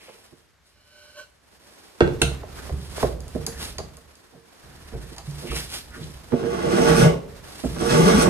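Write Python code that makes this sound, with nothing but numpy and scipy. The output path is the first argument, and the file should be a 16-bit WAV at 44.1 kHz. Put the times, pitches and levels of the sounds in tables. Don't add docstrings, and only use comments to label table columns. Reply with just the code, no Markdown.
import sys
import numpy as np
from scipy import signal
from scipy.fft import rfft, irfft, next_fast_len
from scipy.io import wavfile
from scipy.ndimage import uniform_filter1d, map_coordinates

SR = 44100
rng = np.random.default_rng(int(sys.argv[2]) if len(sys.argv) > 2 else 0)


def master(y):
    cut = np.clip(np.atleast_2d(y).T, -1, 1)
    pcm = np.round(cut * 32767)
    wavfile.write(sys.argv[1], SR, pcm.astype(np.int16))


N = 365588
TIME = np.arange(N) / SR


def from_db(db):
    return np.exp(np.log(10) / 20 * np.asarray(db))


def rms_one(x):
    return x / np.sqrt(np.mean(x ** 2) + 1e-20)


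def at_peak(sound, db):
    return from_db(db) * sound / np.abs(sound).max()


def bandpass(x, order, low_hz, high_hz):
    return signal.sosfilt(signal.butter(order, [low_hz, high_hz], "band", fs=SR, output="sos"), x)


def lowpass(x, order, top_hz):
    return signal.sosfilt(signal.butter(order, top_hz, fs=SR, output="sos"), x)


def at_hz(points, hz):
    f, value = np.transpose(points)
    return np.interp(np.log(hz + 1), np.log(f), value)


def colour(x, spectrum):
    size = next_fast_len(N)
    hz = np.fft.rfftfreq(size, 1 / SR)
    beyond_last = np.minimum(1, spectrum[-1][0] / (hz + 1))
    shape = from_db(at_hz(spectrum, hz)) * beyond_last
    return rms_one(irfft(rfft(x, size) * shape, size)[..., :N])


def drift(per_s):
    knots = rng.standard_normal(N // 16)
    return rms_one(np.interp(TIME * per_s, np.arange(len(knots)), knots))


def resonate(x, modes):
    out = 0
    for k, (hz, width, db) in enumerate(modes):
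        r = np.exp(-np.pi * width / SR)
        rung = signal.lfilter([1, 0, -1], [1, -2 * r * np.cos(2 * np.pi * hz / SR), r * r], x + 1e-18)
        out = out + rung * (1 - r * r) / 2 * from_db(db) * (-1) ** k
    return out


def grains(per_s, spread_db):
    sizes = from_db(spread_db * np.minimum(rng.exponential(1, N), 4)) * rng.choice([-1, 1], N)
    return sizes * (rng.random(N) < per_s / SR)


def rattle(length_s):
    t = TIME[:SR // 3]
    buzz = rng.standard_normal(len(t)) * np.exp(-t / length_s)
    for _ in range(4):
        spectrum = rfft(buzz)
        flat = irfft(spectrum / (np.abs(spectrum) + 1e-12), len(t))
        buzz = flat * np.exp(-(t / length_s / 10) ** 2)
    return buzz


def add(track, s, sound):
    start = max(round(s * SR), 0)
    track[..., start:start + sound.shape[-1]] += sound[..., :N - start]


def wide(likeness):
    mid, side = rng.standard_normal((2, N))
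    return np.sqrt(1 + likeness) * mid + np.sqrt(1 - likeness) * side * [[1], [-1]]


def detune(x, share, per_s):
    clock = TIME + np.cumsum(share * drift(per_s)) / SR
    return np.array([map_coordinates(channel, [clock * SR], order=1, mode="mirror") for channel in x])


def swell(s, spread):
    return np.exp(-.5 * np.minimum(((TIME - s) / spread) ** 2, 60))


def swells(rows):
    return np.sqrt(sum((from_db(db) * swell(s, spread)) ** 2 for s, spread, db in rows))


def held(start, end, rise_s, fall_db_per_s):
    return np.clip((TIME - start) / rise_s, 0, 1) * from_db(-fall_db_per_s * np.maximum(TIME - end, 0))


# start in seconds, end in seconds, final effort in dB, swell in dB per second,
# time to bite in seconds, extra board shudder in dB.
FILE_STROKES = [(6.301, 7.02, -0.5, 39.5, 0.0056, 5), (7.729, 8.22, -0.5, 15, 0.16, 8.5)]


def effort(fall_db_per_s, build=1):
    curves = []
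    for start, end, db, swell_db_per_s, bite_s, _ in FILE_STROKES:
        push = from_db(db - swell_db_per_s * np.maximum(end - TIME, 0))
        curves.append(push * held(start, end, build * bite_s, fall_db_per_s))
    return np.array(curves)


# frequency in Hz, time to fall by 60 dB in seconds.
GARAGE_DECAY = [(60, 0.54), (150, 0.58), (500, 0.5), (1500, 0.26), (3500, 0.33), (10000, 0.28)]


def garage(x, lag_s, pan_db, wet_db):
    x = np.broadcast_to(x, (2, N))
    t = TIME[:SR * 2 // 3]
    edges = np.geomspace(40, 18000, 10)
    tail = 0
    for low, high in zip(edges, edges[1:]):
        hz = np.sqrt(low * high)
        mid, side = rng.standard_normal((2, len(t)))
        noise = mid + min(1, hz / 600) * side * np.array([[1], [-1]])
        band = bandpass(noise, 2, low, high)
        decay = from_db(-60 * t / at_hz(GARAGE_DECAY, hz)) * (t > .003)
        tail = tail + band * decay / np.linalg.norm(decay) / noise.std()
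    direct = np.array([np.interp(TIME - lag_s, TIME, x[0]), x[1]])
    heard = direct + from_db(wet_db) * signal.oaconvolve(x, tail, axes=1)[:, :N]
    return heard * from_db([[pan_db / 2], [-pan_db / 2]]) / np.hypot(1, from_db(wet_db))


# frequency in Hz, relative level in dB.
AIR_SPECTRUM = [(25, -13), (65, 11.5), (120, 2), (250, -4.5), (500, -5.5), (900, -7), (1600, -5.5),
                (3000, -12.5), (7000, -17), (10500, -27), (13000, -23), (14000, -60)]


def air(level_db=-62):
    return from_db(level_db) * colour(wide(0.53), AIR_SPECTRUM)


# time in seconds, relative boom level in dB, boom pitch in Hz,
# relative drumming level of its top in dB.
BENCH_JOLTS = [(2.014, -26, 74, -35.5), (2.224, -24, 67.4, -44.5), (2.715, -28, 70.3, -48.5),
               (3.036, -26.5, 58.6, -46.5), (3.358, -42, 57.6, -49.5), (3.785, -57, 59.6, -55),
               (4.938, -32.5, 54.4, -50), (5.277, -32.5, 144, -54.5), (5.501, -30.5, 59.4, -50),
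               (6.004, -46, 66.6, -51.5), (7.652, -31.5, 60.5, -45), (8.265, -26, 62, -33)]
# start in seconds, end in seconds, level in dB.
BENCH_LEANING = [(2.067, 3.81, -40.5), (4.628, 7.533, -46.5)]
# frequency in Hz, relative level in dB.
SWAY_SPECTRUM = [(15, -60), (26, -31), (36, -7), (48, -6.5), (55, -3), (63, -4), (73, 1.5), (92, -12.5),
                 (130, -9.5), (250, -20.5)]
DRUM_SPECTRUM = [(70, -23.5), (110, -14), (148, -4.5), (175, -13), (230, -26.5), (400, -22), (800, -73)]
JOLT_RISE_S = 0.015
DRUM_DECAY_DB_PER_S = 121
SWAY_PER_JOLT_DB, SWAY_DECAY_DB_PER_S = -11, 57
SWAY_FILING_DB = -27.5
SETTLE_DB_PER_S = 62


def bench(drum_db=19.0):
    pushes = [from_db(SWAY_FILING_DB) * effort(SETTLE_DB_PER_S).sum(axis=0)]
    for start, end, db in BENCH_LEANING:
        pushes.append(from_db(db) * held(start, end, JOLT_RISE_S, SETTLE_DB_PER_S))
    drumming = 0
    for s, boom_db, _, top_db in BENCH_JOLTS:
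        pushes.append(from_db(boom_db + SWAY_PER_JOLT_DB) * held(s, s, JOLT_RISE_S, SWAY_DECAY_DB_PER_S))
        drumming = drumming + from_db(top_db) * held(s, s, JOLT_RISE_S, DRUM_DECAY_DB_PER_S)
    sway = np.linalg.norm(pushes, axis=0) * colour(wide(0.92), SWAY_SPECTRUM)
    drum = from_db(drum_db) * drumming * colour(wide(0.74), DRUM_SPECTRUM)
    return (sway + drum) * from_db([[-1.4], [1.4]])


def jolts(level_db=5.0, t60_s=0.57, rise_s=0.0014):
    out, t = np.zeros(N), TIME[:SR]
    for s, db, hz, _ in BENCH_JOLTS:
        decay = from_db(db + level_db - 60 * t / t60_s)
        add(out, s, decay * (1 - np.exp(-t / rise_s)) * np.sin(2 * np.pi * hz * t))
    return out * from_db([[-1.5], [1.5]])


# fastest moment in seconds, spread in seconds, relative swish in dB,
# relative fold rustle in dB.
SLEEVE_MOVES = [(0.1, 0.19, -61.5, -60), (0.69, 0.035, -67, -79), (1.08, 0.17, -66, -67.5),
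                (1.8, 0.2, -62.5, -58.5), (2.27, 0.16, -67, -50), (2.62, 0.077, -53, -46),
                (2.85, 0.082, -55, -56), (3.015, 0.061, -45.5, -42), (3.42, 0.14, -58.5, -53),
                (3.645, 0.05, -43, -45.5), (4.03, 0.49, -69, -61.5), (4.751, 0.2, -65.5, -57.5),
                (5.03, 0.19, -59, -56.5), (5.471, 0.14, -50.5, -49.5), (5.574, 0.046, -39, -47),
                (5.749, 0.037, -39.5, -46.5), (6.018, 0.15, -56.5, -53), (6.28, 0.11, -64, -56.5),
                (7.46, 0.18, -65, -52.5), (7.65, 0.12, -51, -50.5)]
# frequency in Hz, relative level in dB.
SWISH_SPECTRUM = [(1000, -7.5), (2300, -1.5), (3500, 2), (5000, 2.5), (7000, -5.5), (9500, -1.5),
                  (11500, -3), (13000, -1.5), (13700, -27), (15000, -48.5)]
FOLD_SPECTRUM = [(90, -24.5), (170, -1.5), (400, 2), (700, -1.5), (1100, -3), (1800, -5.5), (2800, -11),
                 (5000, -12.5)]


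def jacket(swish_db=7.0, folds_db=6.0, crinkle_db=1.9, snaps_db=-4):
    swish = swells((s, spread, db) for s, spread, db, _ in SLEEVE_MOVES)
    folds = swells((s, spread, db) for s, spread, _, db in SLEEVE_MOVES)
    crinkle = from_db(crinkle_db * drift(70))
    slips = rms_one(crinkle * grains(per_s=33000, spread_db=-3.5))
    snaps = from_db(snaps_db) * rms_one(crinkle * grains(per_s=350, spread_db=2.5))
    threads = from_db(swish_db) * swish * colour(slips + snaps, SWISH_SPECTRUM)
    cloth = from_db(folds_db) * folds * colour(crinkle * wide(0.13), FOLD_SPECTRUM)
    return garage(threads, lag_s=.000113, pan_db=-1.4, wet_db=-7) + cloth * from_db([[-1], [1]])


# middle in seconds, relative level in dB, centre in Hz,
# spread in seconds.
SCUFF_SLIDES = [(0.06, -53, 2350, 0.064), (0.088, -43.5, 570, 0.0042), (2.59, -41, 1300, 0.01),
                (3.574, -49.5, 1610, 0.079), (4.893, -59.5, 1590, 0.26), (5.189, -43.5, 820, 0.017),
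                (5.51, -38, 2360, 0.029), (5.521, -33.5, 1130, 0.0034), (5.569, -34, 2300, 0.0048),
                (5.612, -41, 1640, 0.012), (5.951, -44, 1420, 0.024), (6.034, -43, 3520, 0.0068),
                (7.655, -42, 7600, 0.0054), (7.812, -34, 7500, 0.0024), (7.872, -54, 8000, 0.004),
                (8.228, -24, 7950, 0.0057)]


def scuffs(width_share=0.37):
    grit = grains(per_s=5100, spread_db=1.5)
    out = 0
    for s, db, hz, spread in SCUFF_SLIDES:
        narrowed = resonate(grit, [(hz, width_share * hz, 0)])
        scrape = rms_one(resonate(narrowed, [(hz, hz, 0)]))
        out = out + from_db(db) * swell(s, spread) * scrape
    return garage(out, lag_s=.0001, pan_db=-0.5, wet_db=-5.0)


# fastest moment in seconds, spread in seconds, relative level in dB.
PALM_SLIDES = [(0.8, 0.033, -70.5), (1.03, 0.084, -53), (1.195, 0.024, -38.5)]
# frequency in Hz, width in Hz, relative level in dB, extra dB per dB of
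FREE_BOARD_MODES = [(595, 3.5, 0, -0.1), (1090, 75, -6.5, 1), (1514, 25, 1, -0.17), (2330, 120, -13, -0.5),
                    (2730, 52, -10, 0), (2960, 110, -8.5, -0.5), (4000, 160, -13.5, -2.5),
                    (4230, 160, -11.5, -0.5), (5040, 180, -14, -2), (5850, 130, -11, 0.5),
                    (7400, 150, -12, 3)]


def palm(steady_s=0.049):
    drag, speed, song = grains(per_s=6200, spread_db=-2.5), swells(PALM_SLIDES), 0
    for hz, width, db, steepness in FREE_BOARD_MODES:
        mode = resonate(drag, [(hz, width, 0)])
        power = uniform_filter1d(mode ** 2, int(steady_s * SR))
        steady = mode / np.sqrt(np.abs(power) + 1e-12)
        song = song + from_db(db) * (speed / speed.max()) ** max(1 + steepness, .5) * steady
    return garage(speed.max() * song / 2, lag_s=-0.000067, pan_db=-2.0, wet_db=-8.0)


# frequency in Hz, width in Hz, relative level in dB, left minus right in dB.
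CLAMPED_MODES = [(137.5, 31.5, -3, -5), (172.7, 38, 0.5, 1), (244.4, 25, -1, -6), (287.3, 6.4, 0, 10),
                 (346, 38, -2, -6.5), (399, 42, 0, 5), (460.2, 11.9, 4.5, -8), (561.7, 40, -2, 4),
                 (605, 52, -6, 0.5), (681, 20, -3.5, 1), (746, 14, -10, -8.5), (867, 27, -7.5, -8),
                 (1101, 29, -21, -28), (1451, 23, -11, 0), (1600, 150, -20, -2), (2050, 100, -22.5, 13),
                 (2730, 71, -39, 3), (2880, 170, -24, -2)]
WANDER_PER_S = 16


def board(force, wander_db=0):
    out = 0
    for k, (hz, width, db, pan) in enumerate(CLAMPED_MODES):
        mode = resonate(force, [(hz, width, db)]) * (-1) ** k
        if wander_db:
            mode = mode * from_db(wander_db * drift(WANDER_PER_S))
        out = out + mode * from_db([[pan / 2], [-pan / 2]])
    return out


# time in seconds, relative peak in dB, contact brightness in Hz,
# contact length in seconds.
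BOARD_KNOCKS = [(0.09, -34, 1900, 0.002), (0.324, -40, 516, 0.0056), (2.216, -12, 1100, 0.0042),
                (3.027, -15, 497, 0.0027), (3.351, -16.5, 404, 0.0022), (3.466, -25.5, 1430, 0.011),
                (3.974, -40, 1210, 0.0044), (4.325, -39.5, 685, 0.027), (4.917, -26.5, 850, 0.025),
                (5.114, -31.5, 303, 0.0035), (5.414, -25.5, 537, 0.039), (5.523, -24.5, 700, 0.005),
                (5.951, -32, 302, 0.022), (6.088, -37.5, 194, 0.0029), (6.322, -19.5, 1000, 0.0022),
                (6.326, -7.5, 423, 0.01), (6.417, -17, 563, 0.027), (7.638, -13.5, 390, 0.0071),
                (7.764, -24, 1594, 0.0043), (7.805, -14.5, 710, 0.021), (8.267, -9, 1100, 0.008)]


def knocks(crack_db=-15, crunch=0.26, press_share=0.56, hard_s=0.023, bass_share=0.052):
    out, t = np.zeros((2, N)), TIME[:SR // 3]
    for s, db, bright_hz, length in BOARD_KNOCKS:
        force = crunch * rng.standard_normal(len(t)) * np.exp(-t / length)
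        force *= 1 - np.exp(-t / (press_share * length))
        force[0] += np.exp(-length / hard_s)
        force = bandpass(force, 2, bass_share * bright_hz, bright_hz)
        add(out, s, at_peak(board(force) + from_db(crack_db) * force, db))
    return garage(out, lag_s=0.0001, pan_db=-3.0, wet_db=-8.0)


# time in seconds, relative peak in dB, pitch of the contact in Hz,
# free ring in dB, rattle in seconds.
STEEL_CLINKS = [(3.205, -37, 8000, -11, 0.00085), (3.28, -41, 9000, -18, 0.0034),
                (3.465, -19, 9550, -8, 0.0023), (3.783, -26, 2970, -6.5, 0.0035),
                (3.969, -38.5, 9600, -20, 0.0015), (4.154, -48, 5100, -15, 0.0034),
                (5.164, -39, 4000, -16, 0.0017), (5.182, -33.5, 3800, -14, 0.0019),
                (5.31, -41, 5030, -9, 0.003), (6.04, -41, 3500, -23, 0.0053)]
# frequency in Hz, width in Hz, relative level in dB.
HANDLE_MODES = [(4660, 360, 2), (5950, 240, 0), (6500, 640, -3), (8400, 510, -18), (10600, 220, 1),
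                (11000, 130, 0)]


def clinks(level_db=9.5, tick_db=-17, top_hz=14000):
    out = np.zeros(N)
    for s, db, contact_hz, ring_db, rattle_s in STEEL_CLINKS:
        force = bandpass(rattle(rattle_s), 1, contact_hz / 2, min(contact_hz * 2, SR / 3))
        force = lowpass(force, 4, top_hz)
        sound = from_db(ring_db) * resonate(force, HANDLE_MODES) + from_db(tick_db) * force
        add(out, s, at_peak(sound, db + level_db))
    return garage(out, lag_s=0.00012, pan_db=-1.0, wet_db=-5.0)


# time in seconds, relative peak in dB, contact brightness in Hz,
# contact length in seconds.
SCREW_THUMPS = [(2.31, -27, 900, .012), (2.432, -28.5, 1200, 0.0044), (2.693, -24.5, 1500, .004),
                (2.703, -26.5, 700, .003), (2.979, -20.5, 1200, .004), (3.028, -8, 1100, .004),
                (3.04, -9.5, 600, .004), (3.359, -19.5, 620, .005), (3.784, -23, 1600, .007),
                (3.799, -25.5, 1100, .007)]
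# frequency in Hz, width in Hz, relative level in dB.
VISE_MODES = [(370, 60, -1), (480, 70, 3), (630, 80, 1), (800, 80, 0), (1080, 113, -7), (1400, 140, -8),
              (1950, 200, -11)]


def thumps(crack_db=-14, low_hz=280):
    out = np.zeros(N)
    for s, db, bright_hz, length in SCREW_THUMPS:
        force = bandpass(rattle(length), 2, low_hz, max(bright_hz, low_hz * 2))
        add(out, s, at_peak(resonate(force, VISE_MODES) + from_db(crack_db) * force, db))
    return garage(out, lag_s=0.00015, pan_db=-2.5, wet_db=-6.0)


# frequency in Hz, width in Hz, relative level in dB.
JAW_MODES = [(1390, 89, 4.5), (1546, 65, 5), (2100, 53, -4), (2695, 78, 10.5), (3040, 51, 3),
             (3280, 110, 1), (3770, 170, 2), (4210, 150, 4), (5800, 220, -16), (6250, 250, -1),
             (7467, 170, -31), (8500, 74, 0.5), (8880, 240, -5), (9700, 220, -2), (10150, 150, -4),
             (11300, 120, -12)]


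def clank(at_s=2.2165, peak_db=-1, rattle_s=0.004, tick_db=-12, top_hz=10800):
    out = np.zeros(N)
    force = lowpass(rattle(rattle_s), 4, top_hz)
    add(out, at_s, at_peak(resonate(force, JAW_MODES) + from_db(tick_db) * force, peak_db))
    return garage(out, lag_s=0.00011, pan_db=-1.0, wet_db=-4.5)


# time in seconds, relative peak in dB,
# contact brightness in Hz.
BOARD_LANDINGS = [(2.006, -1, 2070), (2.076, -15, 2580)]
# frequency in Hz, width in Hz, relative level in dB.
LANDED_MODES = [(142, 30, -7), (251, 26, 10.5), (350, 23, 16), (465, 43, 14.5), (540, 50, 9),
                (613, 75, 3.5), (750, 44, 0.5), (850, 39, 6.5), (1140, 73, -3.5), (1255, 90, -2),
                (1532, 59, 7.5), (1640, 110, -3), (1860, 78, 0), (2230, 80, -3.5), (2500, 90, -5),
                (2725, 110, -3), (3430, 78, -9), (4100, 200, -7), (4480, 160, -24), (5300, 360, -28)]


def landing(level_db=1.0, crack_db=-19, crunch=0.042, crunch_s=0.009):
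    out, t = np.zeros(N), TIME[:SR // 3]
    for s, db, bright_hz in BOARD_LANDINGS:
        force = crunch * rng.standard_normal(len(t)) * np.exp(-t / crunch_s)
        force[0] += 1
        force = lowpass(force, 2, bright_hz * 2)
        add(out, s, at_peak(resonate(force, LANDED_MODES) + from_db(crack_db) * force, db + level_db))
    return garage(out, lag_s=0.00022, pan_db=-3.0, wet_db=-4.0)


# time in seconds, rate in Hz.
GROOVE_CROSSINGS = [(6.6, 147.3), (7.03, 130.2), (7.08, 160), (7.92, 145), (8.0, 164.5), (8.09, 169.9),
                    (8.15, 201.3), (8.19, 227)]


def grooves(waver=0.0601):
    rate_hz = np.interp(TIME, *np.transpose(GROOVE_CROSSINGS)) * (1 + waver * drift(90))
    return 2 * np.pi * np.cumsum(rate_hz) / SR


# middle in seconds, spread in seconds, relative level in dB.
JUDDER_SPELLS = [(7.05, 0.035, -14.5), (7.96, 0.041, -19.5), (8.06, 0.043, -12.5), (8.152, 0.011, -13.5),
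                 (8.19, 0.0082, -14)]


def judder(skip, flutter_db=-3.0, second_db=-18, third_db=-16):
    wave = np.sin(skip) + from_db(second_db) * np.sin(2 * skip) + from_db(third_db) * np.sin(3 * skip)
    drone = swells(JUDDER_SPELLS) * rms_one(wave * from_db(flutter_db * drift(60)))
    return garage(drone, lag_s=0.00055, pan_db=1.5, wet_db=-15)


# frequency in Hz, width in Hz, relative level in dB.
BLADE_MODES = [(1158, 39, 25), (1480, 27, 21.5), (1962, 22, 12), (2190, 27, 21), (2415, 14, 12),
               (2522, 20, 19), (3430, 90, 2), (3900, 190, 6), (4080, 120, 7), (4960, 80, 7), (5680, 90, 11),
               (6470, 150, 9), (7420, 110, 4), (7800, 480, 9), (10400, 270, -9)]


def blade(force, wander_db=1.5, per_s=13):
    out = 0
    for mode in BLADE_MODES:
        bent = detune([resonate(force, [mode])], share=.012, per_s=11)[0]
        out = out + bent * from_db(wander_db * drift(per_s))
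    return rms_one(out)


# frequency in Hz, relative level in dB.
RASP_SPECTRUM = [(500, -53), (900, -4.5), (1400, -0.5), (2200, -17.5), (3200, -9.5), (4500, -16),
                 (8000, -42)]
TEARING_SPECTRUM = [(1500, -7), (3000, 6), (4200, 1.5), (5600, 13), (7100, 1.5), (8400, 6), (10500, 4.5),
                    (12300, 1), (13200, -65), (14000, -49)]
LIFT_DB_PER_S = 454
SHUDDER_DECAY_DB_PER_S = 198
SHUDDER_BUILD = 4.7
SHUDDER_TOP_DB = -3
BREAKOUT_S, BREAKOUT_DB = 0.05, 2


def filing(skip, shudder_db=-12, rasp_db=-23, hiss_db=-26, blade_db=-1,
           chatter_db=1.0, lurch_db=1.45, groove_db=1.5):
    push = effort(LIFT_DB_PER_S).sum(axis=0)
    stroke_gains = from_db([db for *_, db in FILE_STROKES])
    shaking = stroke_gains @ effort(SHUDDER_DECAY_DB_PER_S, SHUDDER_BUILD)
    shudder = np.minimum(shaking, from_db(SHUDDER_TOP_DB))
    endings = sum(swell(end - BREAKOUT_S / 2, BREAKOUT_S / 2) for _, end, *_ in FILE_STROKES)
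    breakout = from_db(BREAKOUT_DB * endings)
    grip_db = chatter_db * drift(260) + lurch_db * drift(35) + groove_db * np.sin(skip)
    catch = rms_one(from_db(grip_db))
    shaken = board(catch * grains(per_s=5000, spread_db=0.0), wander_db=1.9)
    snags = rms_one(detune(shaken, share=.013, per_s=22))
    splinters = colour(catch * grains(per_s=1100, spread_db=5.5), RASP_SPECTRUM)
    fibres = catch * grains(per_s=5000, spread_db=6.0)
    tearing = colour(fibres, TEARING_SPECTRUM) + from_db(blade_db) * blade(fibres)
    body = garage(from_db(shudder_db) * shudder * snags, lag_s=0.00053, pan_db=-1.5, wet_db=-4.0)
    edge = push * (from_db(rasp_db) * splinters + from_db(hiss_db) * breakout * tearing)
    return body + garage(edge, lag_s=0.000462, pan_db=-1.5, wet_db=1.5)


def scene():
    background = air() + bench() + jolts()
    handling = jacket() + scuffs() + palm() + knocks() + clinks() + thumps() + clank() + landing()
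    skip = grooves()
    return background + handling + judder(skip) + filing(skip)


def record(dry):
    return signal.sosfilt(signal.cheby2(12, 70, 16000, fs=SR, output="sos"), np.clip(dry, -1, 1))


dry = scene()
out = record(dry)
master(out)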